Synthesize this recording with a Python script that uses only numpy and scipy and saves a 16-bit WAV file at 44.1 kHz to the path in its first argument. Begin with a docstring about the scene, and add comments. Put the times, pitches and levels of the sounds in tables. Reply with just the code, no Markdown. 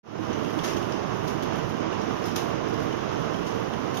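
"""Barefoot walking on a treadmill

Someone walks on a motorised treadmill in a tiled room, a couple of metres from a phone. Rollers and
belt force the deck into a rumble over the motor's hum. Friction makes the belt hiss and the soles
scuff; impacts give ticks, slaps and thuds. The phone fades in, and its left port is thin and of
opposite polarity in the bass."""
import sys
import numpy as np
from scipy import signal
from scipy.fft import rfft, irfft
from scipy.io import wavfile

SR = 44100
rng = np.random.default_rng(int(sys.argv[2]) if len(sys.argv) > 2 else 0)


def to_wav(s):
    """Save 16-bit WAV."""
    ch = np.atleast_2d(s).T  # columns
    pcm = np.round(np.clip(ch, -1, 1) * 32767)  # PCM
    wavfile.write(sys.argv[1], SR, pcm.astype(np.int16))


N = 176400
PORT_POLARITY = np.array([[-1], [1]])  # left, right


def undb(db):
    """Decibels as an amplitude ratio."""
    return 10 ** (np.asarray(db) / 20)


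def seconds():
    """The time of each sample."""
    return np.arange(N) / SR


def per_bin(points):
    """A table interpolated over log frequency at every spectral bin."""
    hz, value = np.array(points).T
    return np.interp(np.log(np.arange(N // 2 + 1) * SR / N + 1e-3), np.log(hz), value)


def unit_rms(x):
    """Normalisation to an rms of 1."""
    return x / np.sqrt(np.mean(x ** 2))


def noise(spectrum):
    """Partial coherence: noise of rms 1, shaped by a relative spectrum, as it reaches two ports."""
    # likeness of the two ports: frequency_hz, correlation
    likeness = [(30, -.5), (90, -.94), (340, -0.89), (510, -0.71), (620, 0.46), (850, -0.28), (1100, 0.1),
                (1700, 0.39), (2400, -0.087), (6000, -0.035)]
    right, independent = rfft(rng.standard_normal((2, N)))
    correlation = np.clip(per_bin(likeness), -.99, .99)
    left = correlation * right + np.sqrt(1 - correlation ** 2) * independent
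    return unit_rms(irfft(np.array([left, right]) * undb(per_bin(spectrum)), N))


def drift(rate_hz):
    """Random modulation: low-passed noise of rms 1."""
    hz = np.arange(N // 2 + 1) * SR / N
    return unit_rms(irfft(rfft(rng.standard_normal(N)) / (1 + (hz / rate_hz) ** 4), N))


def burst(start_s, attack_s, decay_s):
    """A transient envelope: linear rise, then exponential damping."""
    age = seconds() - start_s
    return np.clip(age / attack_s, 0, 1) * np.exp(-np.clip((age - attack_s) / decay_s, 0, 20))


def deck_rumble():
    """Forced vibration: belt and rollers shake the deck unevenly, and its main resonance throbs."""
    # rumble of rollers and belt in the deck: frequency_hz, density_db
    rumble_spectrum = [(25, -19), (48, -23.5), (66, -10.5), (82, -17), (100, -2.5), (200, -3), (330, -3.5),
                       (455, -2.5), (530, -8.5), (820, -11.5), (1020, -9), (1250, -12.5), (1650, -17.5),
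                       (2900, -23), (4000, -28), (6300, -33.5), (8600, -53.5), (15000, -57)]
    # main resonance of the deck: frequency_hz, density_db
    resonance = [(150, -47), (210, -6), (280, -5), (316, 0), (350, -3), (460, -55.5)]
    rumble = noise(rumble_spectrum) * undb(-25.5 + .5 * drift(rate_hz=4.3) + .47 * drift(rate_hz=46))
    throb = noise(resonance) * undb(-37.5 + 4.5 * drift(rate_hz=12))
    return rumble + throb


def motor_hum():
    """Frequency and amplitude modulation: drive tones wander with the load and waver in strength."""
    # motor and drive tones: pitch_hz, level_db
    steady_tones = [(69, -56.5), (355, -52), (622, -43), (775, -41.5), (901, -49)]
    # the two strongest drive tones: pitch_hz
    strong_pitches = [320.7, 462.3]
    # their swelling and sinking: time_s, lower_tone_db, upper_tone_db
    swells = [(0, -39, -42), (.7, -42, -53), (1.3, -39, -50), (1.65, -50, -41), (1.87, -31, -51),
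              (2.2, -45, -43), (2.5, -28.5, -45), (2.85, -32.5, -36), (3.15, -49, -48), (3.6, -35, -30),
              (4, -42, -42)]
    times, *levels = np.array(swells).T
    strong_tones = [(hz, np.interp(seconds(), times, db)) for hz, db in zip(strong_pitches, levels)]
    speed = 1 + .0059 * drift(rate_hz=2.73)
    motor_time = np.cumsum(speed) / SR
    hum = 0
    for hz, db in steady_tones + strong_tones:
        amplitude = undb(db + 2.5 * drift(rate_hz=17))
        hum += amplitude * np.sin(2 * np.pi * (hz * motor_time + rng.random()))
    return hum * PORT_POLARITY


def belt_hiss():
    """Sliding friction: the belt rubs over the deck with a flickering hiss."""
    # friction noise of the belt: frequency_hz, density_db
    spectrum = [(2000, -20), (5500, 6), (8600, -3), (12500, 4.5), (15500, -15.5)]
    # strength of the hiss: time_s, relative_level_db
    contour = [(0, -56), (.3, -59.5), (.55, -52), (.78, -52), (.9, -56.5), (1.12, -60), (1.28, -51),
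               (1.5, -66), (1.66, -55), (1.85, -72), (2.05, -59), (2.14, -56), (2.3, -55), (2.6, -64),
               (2.74, -57), (3.1, -59.5), (3.47, -55.5), (3.9, -58)]
    level_db = np.interp(seconds(), *np.array(contour).T) - 4
    return noise(spectrum) * undb(level_db + 2 * drift(rate_hz=38))


def belt_ticks():
    """Damped resonance: broad clicks in belt and frame each ring in a narrow band."""
    # distinct ticks of belt and frame: start_s, level_db, ring_hz, click_ratio
    ticks = [(.331, -39.5, 5900, 0.92), (0.446, -32.5, 2920, .3), (.589, -28, 3150, 0.53),
             (.733, -38, 5500, 0.98), (.766, -34, 3070, .5), (.828, -35, 2900, .5), (.921, -34, 5030, 1.1),
             (1.424, -34, 3120, .7), (1.532, -34.5, 3020, .4), (1.802, -41, 3000, .7),
             (1.927, -34.5, 2760, .4), (1.938, -48, 5300, .4), (2.014, -37.5, 5550, .6),
             (2.24, -37, 5350, .6), (2.283, -35, 3050, .9), (2.313, -39.5, 5370, .5),
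             (2.741, -43, 5400, .6), (2.926, -35.5, 3120, .5), (3.343, -34.5, 3040, .5),
             (3.734, -35, 3100, 0.55), (3.971, -33, 3100, 0.99)]
    # resonances of the faint ticks between them: ring_hz
    faint_rings = [3150, 5300]
    # click under each ring: frequency_hz, density_db
    click_spectrum = [(500, -6), (1500, -4), (3100, 5), (4400, -1), (6400, -2), (8500, -21), (15000, -36)]
    faint_per_s, decay_s, half_width_hz = 10, .0061, 110
    for when, size, which in rng.random((int(faint_per_s * N / SR), 3)):
        ticks = ticks + [(when * N / SR, -46.5 + 6 * (size - .5), faint_rings[int(2 * which)], .43)]
    t = seconds()[:SR // 20]
    rings, click_envelope = np.zeros((2, N + len(t))), 0
    for start_s, db, hz, click_ratio in ticks:
        band = signal.butter(1, [hz - half_width_hz, hz + half_width_hz], "band", fs=SR)
        ring = signal.lfilter(*band, rng.standard_normal((2, len(t)))) * np.exp(-t / decay_s)
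        ring /= np.sqrt(np.sum(ring ** 2) / (decay_s * SR))
        onset = int(start_s * SR)
        rings[:, onset:onset + len(t)] += undb(db) * ring
        click_envelope += undb(db) * click_ratio * burst(start_s, .00084, decay_s)
    return rings[:, :N] + noise(click_spectrum) * click_envelope


def sole_scuffs():
    """Sliding friction: skin slips on the belt, a grainy bright swish over a duller rub."""
    # slips of the soles: start_s, relative_level_db, attack_s, decay_s, rub_weight
    slips = [(.222, -54, .01, .04, .2), (.632, -36.5, 0.014, 0.025, 1.3), (.672, -48.5, 0.0098, .035, 1.9),
             (.762, -46, .006, 0.014, 1.2), (1.268, -40, 0.014, 0.014, 0.73),
             (1.422, -40, 0.0062, .015, 0.59), (1.553, -45, .005, .025, .3), (1.69, -47, .004, .012, 0.45),
             (2.252, -37.5, 0.0082, .016, 0.5), (2.358, -26.5, 0.0034, 0.0079, 0.63),
             (2.378, -45.5, 0.0041, .03, 1.64), (2.478, -49, .005, .025, .2), (2.675, -51, .008, .02, .2),
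             (2.734, -47, .005, 0.014, .3), (2.822, -48, .005, .03, .2), (3.195, -49, .005, .015, .3),
             (3.46, -49.5, .01, 0.039, 1.7), (3.595, -46, .004, .008, .4),
             (3.938, -42, 0.0055, 0.037, 0.66), (3.968, -34, 0.0058, .007, 0.37)]
    # bright swish: frequency_hz, density_db
    swish_spectrum = [(1000, -21), (4000, 14.5), (6500, 2.5), (9000, -1), (13000, 7.5), (16000, -11)]
    # dull rub: frequency_hz, density_db
    rub_spectrum = [(200, -20), (1000, 6), (3000, 2), (6400, -1), (8500, -12.5), (15000, -21)]
    swish, rub = noise(swish_spectrum), undb(9.5) * noise(rub_spectrum)
    scuffs = sum(undb(db) * burst(start_s, attack_s, decay_s) * (swish + rub_weight * rub)
                 for start_s, db, attack_s, decay_s, rub_weight in slips)
    grain = unit_rms(undb(drift(rate_hz=420)))
    return scuffs * grain * undb(-2.5)


def sole_slaps():
    """Modal ringing after impact: a flat sole cracks on the belt and rings the board under it."""
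    # flat landings: start_s, ring_gain_db, crack_db
    slaps = [(0.639, -33, -45), (0.746, -26.5, -39), (.81, -28, -44), (1.415, -25, -51),
             (2.361, -26.5, -33)]
    # modes of the running board: pitch_hz, relative_level_db
    modes = [(250, -3.5), (355, 3.5), (450, -7.5)]
    # crack of skin on the belt: frequency_hz, density_db
    crack_spectrum = [(200, -12), (450, 4), (1500, 3), (2800, 2), (4500, -7), (7000, -16), (15000, -29)]
    t, crack, sound = seconds(), noise(crack_spectrum), 0
    for start_s, ring_gain_db, crack_db in slaps:
        ring = sum(undb(db) * np.sin(2 * np.pi * (hz * t + rng.random())) for hz, db in modes)
        sound += undb(ring_gain_db) * burst(start_s, attack_s=.0068, decay_s=.042) * ring * PORT_POLARITY
        sound += undb(crack_db) * burst(start_s, attack_s=.002, decay_s=.024) * crack
    return sound


def heel_thuds():
    """Soft impact: a slow contact excites mainly low frequencies, a thud over the deck's boom."""
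    # heel landings: start_s, level_db, boom_ratio
    steps = [(1.1, -33.5, 0.16), (1.62, -28.5, 0.15), (2.24, -35, 0.11), (2.77, -31, 0.64),
             (3.16, -28.5, 0.17), (3.37, -26.5, .1), (3.68, -42, .1)]
    # thud of a heel: frequency_hz, density_db
    thud_spectrum = [(30, -33), (70, -20), (110, 5), (180, 14.5), (330, -23), (700, -25), (2000, -58)]
    # lowest sway of the deck: frequency_hz, density_db
    boom_spectrum = [(30, -20), (50, 2), (65, 15), (85, 0), (150, -36)]
    thud, boom = noise(thud_spectrum), noise(boom_spectrum)
    return sum(undb(db) * burst(start_s, attack_s=.034, decay_s=.068) * (thud + boom_ratio * boom)
               for start_s, db, boom_ratio in steps)


def tiled_room(direct, t60_s=.31, tail_db=-3.5):
    """Reverberation: reflections from tiles and bare walls add a diffuse, decaying tail."""
    t = seconds()[:SR]
    tail = rng.standard_normal((2, SR)) * np.exp(-np.log(1000) * t / t60_s) * (t > .005)
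    tail /= np.sqrt(np.sum(tail ** 2, axis=1, keepdims=True))
    return direct + undb(tail_db) * signal.fftconvolve(direct, tail, axes=1)[:, :N]


def scene():
    """Superposition: machine and feet add up; scuffs, hiss and ticks also reverberate."""
    low_sounds = deck_rumble() + motor_hum() + heel_thuds() + sole_slaps()
    return low_sounds + tiled_room(sole_scuffs() + belt_hiss() + belt_ticks())


def record(dry):
    """Frequency response: each port colours the sound; the phone fades in and cuts the top."""
    # response of the left port: frequency_hz, gain_db
    left_port = [(25, -21), (60, -32), (120, -32.5), (200, -26.5), (320, -19), (480, -11), (700, -8.5),
                 (1000, -12.5), (1350, -16), (2100, -3.5), (3100, -12), (4000, -7), (5400, 1), (6600, -2),
                 (7800, -16.5), (8700, -6), (11000, -15), (14500, -8.5)]
    # response of the right port: frequency_hz, gain_db
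    right_port = [(1250, 0), (1650, -1.5), (2150, -8), (2900, 0.5), (3900, -4), (4450, -16.5), (4700, -38),
                  (5100, -10.5), (6300, 0.5), (7000, -2), (7800, -32), (8600, -0.5), (15000, -1)]
    opens_s, fade_s, cutoff_hz = .03, .29, 15450
    coloured = irfft(rfft(dry) * undb([per_bin(left_port), per_bin(right_port)]), N)
    fade_in = np.clip((seconds() - opens_s) / fade_s, 0, 1)
    low_pass = signal.ellip(10, .2, 80, cutoff_hz, fs=SR, output="sos")
    return signal.sosfilt(low_pass, coloured * fade_in)


dry = scene()
out = record(dry)
to_wav(out)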